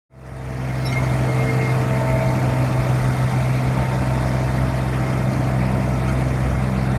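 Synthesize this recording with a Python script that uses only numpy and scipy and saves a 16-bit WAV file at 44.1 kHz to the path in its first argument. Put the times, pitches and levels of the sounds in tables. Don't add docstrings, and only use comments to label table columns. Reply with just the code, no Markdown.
import sys
import numpy as np
from scipy import signal
from scipy.fft import rfft, irfft
from scipy.io import wavfile
from scipy.ndimage import uniform_filter1d

SR = 44100
rng = np.random.default_rng(int(sys.argv[2]) if len(sys.argv) > 2 else 0)


def rack_gain(trim_db):
    fader = np.asarray(trim_db, float)
    return 10 ** (fader / 20)


def unload_wav(signal):
    wavfile.write(
        sys.argv[1],
        SR,
        np.round(np.clip(np.atleast_2d(signal).T, -1, 1) * 32767).astype(np.int16),
    )


N = 307818
TIME = np.arange(N) / SR

# (time [s], firing rate [Hz], load [0-1], exhaust turned towards the microphone [0-1])
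ENGINE = [(0.2, 64.9, 0, 0), (0.5, 64.45, 0.14, 0.14), (0.8, 64.3, 0.3, 0), (1.1, 64.17, 0.46, 0),
          (1.4, 63.86, 0.79, 0), (1.7, 63.95, 0.9, 0.13), (2.3, 63.77, 0.57, 0.27), (2.9, 63.66, 1, .3),
          (3.3, 63.82, 0.92, 0.23), (3.8, 64.3, 0.5, .45), (4.3, 63.98, 0.38, 0.3),
          (4.7, 64.35, 0.11, 0.64), (5.0, 64.35, 0.34, 0.67), (5.6, 64.25, 0.23, 0.9),
          (6.2, 64.28, 0.2, 0.8), (6.5, 64.5, 0, 1), (6.97, 64.2, 0, 1)]
# (order), (level [dB])
CYCLE_ORDERS = [4, 5, 7, 8, 10, 11, 12, 15, 19, 24, 27, 35, 36]
CYCLE_DB = [-68, -49, -45, -40, -49, -57, -42.5, -42, -52, -51, -44.5, -48.5, -51]
# (unloaded and facing away [dB], gain at full load [dB], gain when turned [dB])
FIRING_LEVEL = (-27, -13.5, .6)
BOOM_LEVEL = (-22, 2.36, -0.77)
THIRD_LEVEL = (-37.5, 0.92, 7.4)
RUMBLE_LEVEL = (-36, 1.96, 3.3)
AIR_LEVEL = (-29.5, 1.04, -0.33)
CLATTER_LEVEL = (-37.5, 1.8, -1.576)
HISS_LEVEL = (-47.5, 2.1, -1.5)
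BELT_LEVEL = (-61.5, -3, -24)
FAN_DB = [-26, -2, -10, -7, -1, -3, -7, -15, -21]
DRIVEN_DB = [-32, -45, -50.5, -42.5]
# (centre time [s], half length [s], gain [dB])
FAN_SWELLS = [
    (3.45, .45, -9.5),
    (4.25, 0.4, -2),
    (6.5, 0.28, -4),
]
PUMP_SWELLS = [(.35, 0.37, 11.6), (1.45, 0.22, 7.6), (1.9, 0.64, 11.2), (2.9, .3, 5.2), (3.9, 0.54, 2.5),
               (6.2, .5, 4)]
OCTAVE_SWELLS = [(.4, .7, 9), (1.1, 0.17, 6), (2.2, 0.71, 17.6), (3.15, 0.28, 8), (3.75, .25, 9.4),
                 (4.25, 0.52, 15.3), (5.6, 0.53, 13.05)]
GEAR_SWELLS = [(.15, 0.37, 14.7), (1.2, 0.38, 8.5), (2.2, 0.58, 14.2), (2.9, .2, 5), (4.4, 0.5, 8.1),
               (5.8, .5, 7.4)]
# (frequency [Hz], level per Hz [dB])
RUMBLE = [(20, -30), (32, -12.5), (50, -12), (66, 0.5), (82, -2.5), (110, -1), (170, -3.5), (220, -1.5),
          (290, -7), (380, -12.5), (450, -17.5)]
AIR = [(300, -17), (420, -7), (560, 0), (700, 0.5), (850, -4.5), (1050, -5.5), (1350, -7), (1650, -12),
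       (2000, -16)]
CLATTER = [(1300, -13), (1900, 0), (2300, -1.5), (2600, -6), (2900, -12.5), (3400, -13.5), (4300, -15),
           (5500, -19), (7000, -21.5), (7600, -37), (9000, -45)]
HISS = [(4500, -8), (6500, -9.5), (7100, -6), (7600, -3.5), (8200, 0), (9200, 2), (10500, -1.5),
        (12500, -4), (14000, -9), (15000, -16), (15800, -21)]
# (frequency [Hz], width [Hz], level [dB])
PANELS = [(2133, 29, -51.5), (3620, 76, -63.5), (3180, 70, -65.5), (5800, 90, -72), (4310, 90, -65.5),
          (1292, 39, -50), (2050, 200, -63), (5430, 60, -68)]
# (time [s], half length [s], gain [dB])
PANEL_BUZZ = [(0.957, 0.091, 12), (1.3, 0.75, 6.5), (1.22, .05, -7), (1.45, 0.074, 9), (1.65, .06, 10),
              (1.88, .03, 4), (2.9, .5, 2), (4.0, 0.33, 4), (5.2, .4, 4.5), (5.85, .3, -6), (6.3, .15, 0)]
# (time [s], length [s], start frequency [Hz], end frequency [Hz], level [dB])
SQUEAK = [(.853, .042, 5450, 5380, -30), (.846, .03, 4000, 3920, -41), (.866, .05, 3900, 3830, -35),
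          (.846, .028, 4880, 4830, -41), (.851, .02, 11400, 11220, -39), (.858, .03, 10580, 10640, -41),
          (.892, .045, 5510, 5500, -41), (.938, .022, 5680, 5690, -43), (.8, .055, 4200, 4000, -50),
          (.97, .11, 1010, 975, -38), (5.93, .03, 5800, 5800, -52), (6.49, .03, 5800, 5800, -52)]
# (time [s], rattle length [s], level [dB], low knock [dB], crackle [dB])
CLANKS = [
    (.907, .04, -42, -9, 2),
    (6.072, .036, -44, 1.5, 1),
    (1.02, .04, -48, -3, -4),
    (6.5, .015, -54, -6, -1),
    (5.95, .015, -54, -6, -1),
]
# (frequency [Hz], level [dB], 60 dB decay time [s])
CLANK_MODES = [(1398, 0, 0.051), (2240, -3, 0.016), (3080, -8, .015), (4180, -13.5, 0.017),
               (4540, -10, .02), (6430, -8.5, .012), (8450, -15, .015)]
# (time [s], peak level [dB])
JOLTS = [(0.989, -23), (1.226, -25), (1.419, -25), (1.562, -25), (1.769, -27), (2.092, -22), (2.256, -25),
         (2.409, -26), (2.6, -24), (2.768, -19), (3.009, -17), (3.357, -21), (3.649, -19), (3.775, -19),
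         (3.975, -20), (4.231, -19), (5.269, -19)]
# (frequency [Hz], limit [dB])
DROP_BELOW = [(2500, -11), (3500, -6.5), (4300, -6), (6500, -5.5), (7600, -3.5), (8400, -8), (12000, -7),
              (13300, -3.5), (14200, -.5), (14700, 2.5), (15100, 3), (15400, 2.2), (15700, 2.5)]
# (time [s], raise [dB])
SHORTAGE = [(0, 3.5), (1.62, 3), (1.7, -3), (2.5, -1.5), (3.3, -1), (3.45, 1), (7, 0)]


def in_time(rows):
    s, *columns = np.transpose(rows)
    return [np.interp(TIME, s, column) for column in columns]


def answer(level, load, turned):
    steady_db, load_db, turned_db = level
    return steady_db + load_db * load + turned_db * turned


def swell(steady_db, rows):
    return steady_db + sum(db * np.exp(-((TIME - s) / length) ** 2) for s, length, db in rows)


def rms_one(x):
    return x / np.sqrt(np.mean(x ** 2) + 1e-20)


def drift(rate):
    r = np.exp(-80 * np.pi * rate / SR)
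    steps = rng.standard_normal(N // 40 + 2002)
    slow = signal.lfilter([1], [1, -2 * r, r * r], steps)[2000:]
    return np.interp(np.arange(N) / 40, np.arange(len(slow)), rms_one(slow - slow.mean()))


def resonance(x, hz, width_hz):
    r = np.exp(-np.pi * width_hz / SR)
    poles = [1, -2 * r * np.cos(2 * np.pi * hz / SR), r * r]
    return signal.lfilter((1 - r * r) / 2 * np.array([1, 0, -1]), poles, x)


def tone(turns, order, level_db, waver_db, slip, locked=False):
    start = rng.random() * (not locked)
    phase = 2 * np.pi * (order * turns + start) + slip * drift(3.3)
    return np.sqrt(2) * rack_gain(level_db + waver_db * drift(3.06)) * np.sin(phase)


def coloured(source, spectrum, shared_db, patchy_db):
    hz, level_db = np.transpose(spectrum)
    edges = hz[0] * 2 ** np.arange(0, np.log2(hz[-1] / hz[0]) + 0.25, 0.25)
    log_hz = np.log(np.arange(N // 2 + 1) * SR / N + 1)
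    full = rfft(source) * rack_gain(np.interp(log_hz, np.log(hz), level_db, left=-90, right=-90))
    out = 0
    for k in range(len(edges)):
        share = np.interp(log_hz, np.log(edges), np.arange(len(edges)) == k)
        flicker_db = patchy_db * (drift(28.6) + 0.48 * drift(1.3))
        out = out + irfft(full * share, N) * rack_gain(flicker_db)
    return rms_one(out * rack_gain(shared_db))


def exhaust(firings, load, firing_db, boom_db, third_db):
    since = TIME - 1.58
    rocking = np.cos(2 * np.pi * since * (5.45 + 0.72 * since / 2))
    throb_db = 2.5 * load ** 2 * rocking
    out = tone(firings, 1, firing_db + 2.5 * throb_db, waver_db=1.5, slip=0.12, locked=True)
    out += tone(firings, 2, boom_db + throb_db, waver_db=0.44, slip=0.04, locked=True)
    out += tone(firings, 3, third_db, waver_db=2.0, slip=0.62, locked=True)
    for order, db in zip(CYCLE_ORDERS, CYCLE_DB):
        out += tone(firings, order / 3, db, waver_db=1.65, slip=0.48, locked=True)
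    return out


def driven(firings, fan_db, pump_db, octave_db, gear_db):
    fan_turns, pump_ratio, gear_ratio = firings * 0.794, 7.032, 10.156
    out = np.zeros(N)
    for order, db in enumerate(FAN_DB, start=1):
        out += tone(fan_turns, order, fan_db + db - 3.5, waver_db=1.5, slip=0.18)
    out += tone(firings, pump_ratio, pump_db - 0.5 + 0.7 * drift(12.0), waver_db=0.8, slip=0.46)
    out += tone(firings, 2 * pump_ratio, octave_db - 2.0, waver_db=1.4, slip=0.6)
    out += tone(firings, gear_ratio, gear_db - 2 + 1.8 * drift(30.0), waver_db=2.0, slip=0.7)
    return out


def panels(contacts):
    buzz_db, out = swell(0, PANEL_BUZZ), np.zeros(N)
    for k, (hz, width_hz, db) in enumerate(PANELS):
        ring = rms_one(resonance(resonance(contacts, hz, width_hz), hz, width_hz))
        out += ring * rack_gain(db + 1.2 * drift(3.0) + 3.2 * drift(15.0) + buzz_db * (k == 0))
    return out


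def roar(firings, rumble_db, air_db, clatter_db, hiss_db):
    surge_db = 0.25 * drift(4.3) + 0.19 * drift(9.8)
    pulse = rack_gain(0.26 * np.cos(2 * np.pi * firings) + 0.15 * np.cos(2 * np.pi * firings / 3))
    blow_db = 1.6 * np.minimum(rng.exponential(1, N), 5)
    contacts = rng.standard_normal(N) * rack_gain(blow_db) * pulse
    ticks = rack_gain(0.59 * drift(155.0))
    rumble_surge_db = 0.45 * surge_db + 1.16 * drift(6.7)
    rumble = coloured(rng.standard_normal(N), RUMBLE, rumble_surge_db, patchy_db=1.8)
    air = coloured(rng.standard_normal(N) * ticks * pulse, AIR, surge_db, patchy_db=1.14)
    clatter = coloured(contacts * ticks, CLATTER, 0.5 * surge_db, patchy_db=2.5)
    hiss = coloured(contacts * ticks, HISS, 0.19 * surge_db, patchy_db=1.3)
    out = rack_gain(rumble_db + 4.5) * rumble + rack_gain(air_db - 1.22) * air
    out += rack_gain(clatter_db - 0.07) * clatter + rack_gain(hiss_db - 1.9) * hiss
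    return out + panels(contacts)


def belt(level_db):
    white = rng.standard_normal(N)
    whistle = rms_one(resonance(resonance(white, 15370, 330), 15370, 330))
    return rack_gain(level_db + 1.5 * drift(8.0)) * whistle


def squeak():
    out = np.zeros(N)
    for s, length, start_hz, end_hz, db in SQUEAK:
        part = np.clip((TIME - s) / length, 0, 1)
        hz = start_hz + (end_hz - start_hz) * part
        phase = 2 * np.pi * np.cumsum(hz) / SR + 0.77 * drift(130.0)
        envelope = np.sin(np.pi * part ** 0.6) ** 1.2
        out += rack_gain(db + 2.5 + 2.2 * drift(120.0)) * envelope * np.sin(phase)
    return out


def clanks():
    clicks = rng.standard_normal(N) * (rng.random(N) < 0.06)
    out = np.zeros(N)
    for s, length, level_db, knock_db, crackle_db in CLANKS:
        envelope = np.sin(np.pi * np.clip((TIME - s) / length, 0, 1))
        burst = rack_gain(level_db) * envelope * clicks + 1e-18
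        out += rack_gain(crackle_db + 9) * resonance(burst, hz=5500, width_hz=5000)
        for k, (hz, db, t60) in enumerate(CLANK_MODES):
            r, w = rack_gain(-60 / (t60 * SR)), 2 * np.pi * hz / SR
            ring = signal.lfilter([0, np.sin(w)], [1, -2 * r * np.cos(w), r * r], burst)
            out += rack_gain(db + 6.5 + knock_db * (k == 0)) * ring
    return out


def jolts():
    out = np.zeros(N)
    for (s, db), (pitch, phase) in zip(JOLTS, rng.random((len(JOLTS), 2))):
        age = np.maximum(TIME - s, 0) / 0.025
        envelope = age ** 2 * np.exp(2 - 2 * age)
        hz = 62.3 * (0.85 + 0.35 * pitch)
        out += rack_gain(db - 4.5) * envelope * np.sin(2 * np.pi * (hz * TIME + phase))
    return out


def scene():
    firing_hz, load, turned = in_time(ENGINE)
    firings = np.cumsum(firing_hz) / SR
    exhaust_levels = FIRING_LEVEL, BOOM_LEVEL, THIRD_LEVEL
    roar_levels = RUMBLE_LEVEL, AIR_LEVEL, CLATTER_LEVEL, HISS_LEVEL
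    swells = FAN_SWELLS, PUMP_SWELLS, OCTAVE_SWELLS, GEAR_SWELLS
    mower = exhaust(firings, load, *[answer(level, load, turned) for level in exhaust_levels])
    mower += driven(firings, *[swell(db, rows) for db, rows in zip(DRIVEN_DB, swells)])
    mower += roar(firings, *[answer(level, load, turned) for level in roar_levels])
    mower += belt(answer(BELT_LEVEL, load, turned))
    return (mower + squeak() + clanks() + jolts())[None]


def drop_patches(x):
    padded = np.pad(x, [(0, 0), (0, 4096)], "reflect")
    hz, s, spec = signal.stft(padded, SR, nperseg=2048, noverlap=1536)
    power = uniform_filter1d(abs(spec) ** 2, size=5, axis=-2)
    power = uniform_filter1d(power, size=3, axis=-1)
    treble = np.clip((hz - 12300) / 1000, 0, 1)
    raise_db = np.interp(s, *np.transpose(SHORTAGE)) + 1.2 * np.interp(s, TIME, drift(16))
    limit_db = np.interp(hz, *np.transpose(DROP_BELOW), left=-60)[:, None] + np.outer(treble, raise_db)
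    kept = power > np.median(power, axis=-1, keepdims=True) * rack_gain(2 * limit_db)
    return signal.istft(spec * kept, SR, nperseg=2048, noverlap=1536)[1][:, :N]


def band_limit(x):
    return signal.sosfilt(signal.butter(12, 15750, fs=SR, output="sos"), x)


def record(dry):
    fade_in = np.clip((TIME - 0.094) / 0.94, 0, 1) ** 1.036
    fade_out = np.clip((TIME[-1] - TIME) / 0.012, 0, 1)
    mix = drop_patches(dry) * fade_in * fade_out
    return band_limit(mix)


dry = scene()
out = record(dry)
unload_wav(out)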